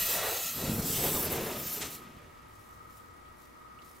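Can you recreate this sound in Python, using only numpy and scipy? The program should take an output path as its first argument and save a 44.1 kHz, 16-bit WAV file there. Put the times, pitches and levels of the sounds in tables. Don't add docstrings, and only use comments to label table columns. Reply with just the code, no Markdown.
import sys
import numpy as np
from scipy import signal
from scipy.fft import rfft, irfft
from scipy.io import wavfile

SR = 44100
rng = np.random.default_rng(int(sys.argv[2]) if len(sys.argv) > 2 else 0)


def to_wav(s):
    ch = np.atleast_2d(s).T
    pcm = np.round(np.clip(ch, -1, 1) * 32767)
    wavfile.write(sys.argv[1], SR, pcm.astype(np.int16))


N = 176400
T = np.arange(N) / SR
HZ = np.fft.rfftfreq(N, 1 / SR)


# time in seconds, level in dB.
RUSH_LEVEL = [(0, -36.5), (.15, -35.5), (.23, -40.5), (.48, -39.5), (.55, -42.5), (.65, -40.5), (.81, -44),
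              (.89, -37), (1.08, -37.5), (1.25, -42), (1.33, -45), (1.42, -46.5), (1.58, -47.5),
              (1.66, -46.5), (1.74, -46), (1.79, -45.5), (1.89, -55), (1.95, -47)]
HISS_LEVEL = [(0, -32.5), (.16, -32.5), (.2, -39), (.48, -37.5), (.56, -39.5), (.67, -41.5), (.76, -39),
              (.83, -41.5), (.88, -34), (1.07, -32), (1.13, -33), (1.25, -33.5), (1.29, -43),
              (1.325, -32.5), (1.38, -44), (1.46, -41), (1.53, -47), (1.59, -44), (1.7, -40), (1.735, -34),
              (1.79, -45), (1.89, -47.5), (1.95, -44)]
# frequency in Hz, strength in dB.
RUSH_TONE = [(100, -0.5), (400, -7), (1000, -7), (1700, -8), (3400, 0), (5500, -0.5), (6800, -1),
             (7900, 1.5), (9200, -3.5), (12000, -22), (16000, -37)]
HISS_TONE = [(3000, -45), (8500, -13), (10700, -5.5), (12200, -1.5), (13400, 0.5), (14800, -0.5),
             (17000, -18)]
SPLASH_TONE = [(300, -22), (800, -4), (2500, 4), (4500, 1), (8000, 1.5), (11000, -5.5), (16000, -22)]
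# loudest moment in seconds, rise in seconds, fade in seconds,
# level in dB, extra midrange bite in dB.
LEATHER_SPLASHES = [(1.06, 0.06, 0.12, -46, 4), (1.345, 0.076, 0.39, -44.5, 16),
                    (1.825, 0.014, 0.044, -35, -27)]

def spray():
    rush = stereo(shifting_noise(width_hz=56, hold_s=0.13, depth_db=4.5), tone(RUSH_TONE))
    hiss = stereo(shifting_noise(width_hz=100, hold_s=0.15, depth_db=4.5), tone(HISS_TONE))
    jet = level(RUSH_LEVEL) * rush + level(HISS_LEVEL) * hiss
    for time, rise, decay, db, bite_db in LEATHER_SPLASHES:
        swell = np.exp(-.5 * (np.minimum(T - time, 0) / rise) ** 2)
        fade = np.exp(-np.maximum(T - time, 0) / decay)
        bite = 1 + amp(bite_db) * peak(hz=1920, width_hz=2900)
        jet += amp(db) * swell * fade * stereo(noise(), tone(SPLASH_TONE) * bite)
    return jet * flutter(rate_hz=38, depth_db=0.9)


# time in seconds, level in dB.
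BILLOW_LEVEL = [(.5, -70), (.58, -40.5), (.69, -33), (.8, -35), (.86, -39), (1.0, -40), (1.24, -41.5),
                (1.33, -42.5), (1.46, -41), (1.52, -61), (1.61, -44.5), (1.71, -53.5), (1.84, -49),
                (2.02, -58), (2.17, -57), (2.35, -66.5), (4, -71.5)]
ROAR_LEVEL = [(.53, -51.5), (.62, -40.5), (.8, -40), (.88, -44.5), (1.05, -36.5), (1.2, -38), (1.33, -37),
              (1.5, -38), (1.7, -50.5), (1.84, -44.5), (1.95, -56), (2.3, -65)]
# frequency in Hz, strength in dB.
BILLOW_TONE = [(15, -9), (28, -7), (45, -10.5), (80, 0), (160, 3), (250, 1.5), (400, -8), (800, -20.5),
               (2000, -60)]
ROAR_TONE = [(40, -8), (130, -5), (250, -3.5), (390, 0.5), (520, -2.5), (1100, -10), (2500, -16.5),
             (8000, -29)]
# pitch in Hz, boost in dB.
ROOM_NOTES = [(147, 2.3), (236, 2.8), (384, 3.2), (419, 3.1), (475, 4.2), (701, 4)]
PUFFS_PER_S, PUFF_SPREAD_DB = 1400, 0.9

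def flame():
    room = 1 + sum((amp(db) - 1) * peak(hz, width_hz=13) for hz, db in ROOM_NOTES)
    puffs = np.sign(noise()) * (rng.random(N) < PUFFS_PER_S / SR)
    sizes = amp(PUFF_SPREAD_DB * np.minimum(rng.exponential(1, N), 3))
    billow = level(BILLOW_LEVEL) * stereo(puffs * sizes, room * tone(BILLOW_TONE))
    swirl = shifting_noise(width_hz=19, hold_s=0.19, depth_db=2.5)
    roar = level(ROAR_LEVEL) * stereo(swirl, room * tone(ROAR_TONE))
    return billow + roar * flutter(rate_hz=19, depth_db=1.23)


# time in seconds, peak level in dB.
BIG_PUFFS = [(.682, -29), (.749, -28), (.8, -26), (2.171, -44)]
HALF_SWING_S = .0014

def thumps():
    out = np.zeros(N)
    for time, db in BIG_PUFFS:
        swing = (T - time) / HALF_SWING_S
        out += amp(db) * swing * np.exp(.5 - .5 * swing ** 2)
    return out


# pitch in Hz, width in Hz, strength in dB.
BOOT_NOTES = [(650, 57, -2.5), (1347, 55, 4), (1916, 106, 2), (2590, 134, 1.5), (2880, 100, -2.5),
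              (3380, 160, -2.5), (3990, 155, 1.5), (4560, 180, -8)]
# time in seconds, level in dB.
RING_LEVEL = [(0, -39.5), (.28, -41.5), (.37, -46), (.49, -44.5), (.55, -52), (.7, -44.5), (.85, -67)]
HOLLOW_LEVEL = [(0, -72), (.1, -40), (.19, -36.5), (.27, -33.5), (.34, -38.5), (.4, -45), (.52, -64)]
# frequency in Hz, strength in dB.
HOLLOW_TONE = [(150, -37), (290, -16), (450, -5.5), (680, -6.5), (850, -10.5), (1100, -13.5), (2200, -18),
               (5000, -26.5)]

def boot():
    notes = np.sqrt(sum((amp(db) * peak(hz, width)) ** 2 for hz, width, db in BOOT_NOTES))
    hollow = stereo(shifting_noise(width_hz=70, hold_s=0.16, depth_db=2.0), tone(HOLLOW_TONE))
    return level(RING_LEVEL) * stereo(noise(), notes) + level(HOLLOW_LEVEL) * hollow


# start in seconds, end in seconds, pitch in Hz, width in Hz, level in dB.
JET_BANDS = [(.3, .53, 6480, 75, -46), (.39, .53, 6912, 60, -47.5), (.38, .53, 7470, 260, -52),
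             (.18, .5, 12090, 220, -48.5), (.85, 1.19, 7950, 420, -44.5), (0, .06, 2920, 110, -46),
             (1.62, 1.78, 6200, 2600, -47), (.93, 1.12, 3100, 1100, -46), (1.27, 1.33, 390, 45, -37),
             (1.56, 1.82, 13800, 1000, -46)]
BAND_FADE_S = .015

def whistles_and_gusts():
    out = np.zeros(N)
    for start, end, hz, width, db in JET_BANDS:
        on_off = (np.tanh((T - start) / BAND_FADE_S) - np.tanh((T - end) / BAND_FADE_S)) / 2
        band = unit(irfft(rfft(rng.standard_normal(N)) * peak(hz, width), N))
        out += amp(db) * on_off * band
    return out


# time in seconds, level in dB.
FLAP_LEVEL = [(1.9, -78), (2.3, -60), (2.7, -63.5), (3.1, -62), (3.5, -68), (4, -75)]
# frequency in Hz, strength in dB.
FLAP_TONE = [(20, -3), (55, 1), (100, 5), (160, -8), (300, -30), (3000, -60)]

def flapping():
    return level(FLAP_LEVEL) * stereo(noise(), tone(FLAP_TONE)) * flutter(rate_hz=16, depth_db=2.0)


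# time in seconds, level in dB.
SIZZLE_LEVEL = [(1.95, -60), (2.2, -70), (2.48, -70.5), (2.53, -65.5), (2.68, -65.5), (2.87, -68),
                (2.975, -59.5), (3.08, -70), (3.33, -71.5), (3.42, -63.5), (3.55, -70.5), (3.78, -72.5),
                (3.845, -65), (3.865, -59.5), (4, -64)]
# frequency in Hz, strength in dB.
SIZZLE_TONE = [(500, -24), (2500, -2.5), (7500, 2), (10000, 1.5), (12500, 4), (16000, -1)]
# start in seconds, level in dB, pitch in Hz, width in Hz, fade in seconds.
FIRE_SPITS = [(3.255, -64, 3100, 1200, .025), (3.789, -53, 2800, 240, .0065),
              (3.818, -54, 3500, 3500, .0095)]

def embers():
    sizzle = stereo(shifting_noise(width_hz=400, hold_s=0.075, depth_db=2.0), tone(SIZZLE_TONE))
    out = level(SIZZLE_LEVEL) * sizzle * flutter(rate_hz=90, depth_db=1.8)
    for start, db, hz, width, decay in FIRE_SPITS:
        fade = (T > start) * np.exp(-abs(T - start) / decay)
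        out += amp(db) * fade * stereo(noise(), peak(hz, width), ROOM_SPREAD)
    return out


# frequency in Hz, strength in dB.
AIR_TONE = [(15, -22), (35, -17), (80, -0.5), (150, -5.5), (300, -3.5), (600, -10), (1050, -5), (1500, -10),
            (2200, -13.5), (2700, -18), (5000, -23), (10000, -30), (16000, -34)]
# time in seconds, level in dB.
FAN_LEVEL = [(0, -53), (2.05, -53.5), (2.24, -63), (2.35, -55.5), (2.62, -58.5), (2.72, -54), (3.0, -55.5),
             (3.12, -58), (3.32, -56), (3.5, -61), (3.63, -54.5), (3.84, -55), (4, -62)]
# multiple of the mains frequency, level in dB.
HUM_NOTES = [(1, -68.5), (4, -74), (6, -73.5), (8, -74), (10, -76.5), (16, -80), (30, -82), (32, -70.5),
             (36, -76.5), (38, -79.5)]
AIR_DB, MAINS_HZ = -56, 59.995

def workshop():
    air = amp(AIR_DB) * stereo(noise(), tone(AIR_TONE), ROOM_SPREAD)
    whine = stereo(noise(), peak(hz=1252, width_hz=70), spread=[(1200, 0.5), (1320, 2.0)])
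    fan = level(FAN_LEVEL) * whine * amp([[1.1], [-1.1]])
    hum = np.zeros(N)
    for multiple, db in HUM_NOTES:
        cycles = multiple * MAINS_HZ * T + rng.random()
        hum += amp(db) * np.sqrt(2) * np.sin(2 * np.pi * cycles)
    return air + fan + hum


# frequency in Hz, level of the sides compared with the middle in dB.
SPRAY_SPREAD = [(60, -37), (150, -38), (380, -19.5), (700, -13.5), (1200, -12), (1800, -13.5),
                (3000, -16.5), (4500, -20), (5600, -6), (7000, -5), (8000, -14), (9500, -2.5), (11000, -15),
                (12500, -20), (15500, -35)]
ROOM_SPREAD = [(60, -9), (130, -0.5), (290, 2), (640, 5), (1410, 0.5), (3100, -1), (6820, -2.5), (15000, 6)]

def stereo(source, gains, spread=SPRAY_SPREAD):
    middle, side = irfft(rfft(source) * gains * np.array([np.ones(len(HZ)), tone(spread)]), N)
    return unit(np.array([middle + side, middle - side]))


def amp(db):
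    return 10 ** (np.asarray(db) / 20)


def unit(x):
    return x / np.sqrt(np.mean(x ** 2) + 1e-20)


def tone(points):
    hz, db = np.transpose(points)
    return amp(np.interp(np.log(HZ + 1), np.log(hz + 1), db))


def level(points, fade_db_per_s=315):
    times, db = np.transpose(points)
    seconds_outside = np.maximum(T - times[-1], 0) + np.maximum(times[0] - T, 0)
    return amp(np.interp(T, times, db) - fade_db_per_s * seconds_outside)


def peak(hz, width_hz):
    return 1 / (1 + ((HZ - hz) / (.5 * width_hz)) ** 2 / 2)


def flutter(rate_hz, depth_db):
    wobble = irfft(rfft(rng.standard_normal(N)) / (1 + (HZ / rate_hz) ** 4), N)
    return amp(depth_db * unit(wobble))


def noise():
    return rng.standard_normal((2, N))


def shifting_noise(width_hz, hold_s, depth_db):
    spectra = signal.stft(noise(), nperseg=1024, noverlap=768)[2]
    pattern = np.fft.fft2(rng.standard_normal(spectra.shape[1:]))
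    across_pitch = np.fft.fftfreq(spectra.shape[1], SR / 1024)[:, None]
    along_time = np.fft.fftfreq(spectra.shape[2], 256 / SR)
    blur = np.exp(-(across_pitch * width_hz) ** 2 - (along_time * hold_s) ** 2)
    drift = unit(np.fft.ifft2(pattern * blur).real)
    gains = amp(depth_db * unit(np.tanh(drift / 2)))
    return signal.istft(spectra * gains, nperseg=1024, noverlap=768)[1][:, :N]


def scene():
    jet = spray() + boot() + whistles_and_gusts()
    fire = flame() + thumps() + flapping() + embers()
    return (jet + fire + workshop()) * amp([[0.17], [-0.17]])


def record(dry):
    low_pass = signal.firwin(801, cutoff=15820, window=("kaiser", 8), fs=SR)
    return signal.oaconvolve(dry, low_pass[None], "same")


dry = scene()
out = record(dry)
to_wav(out)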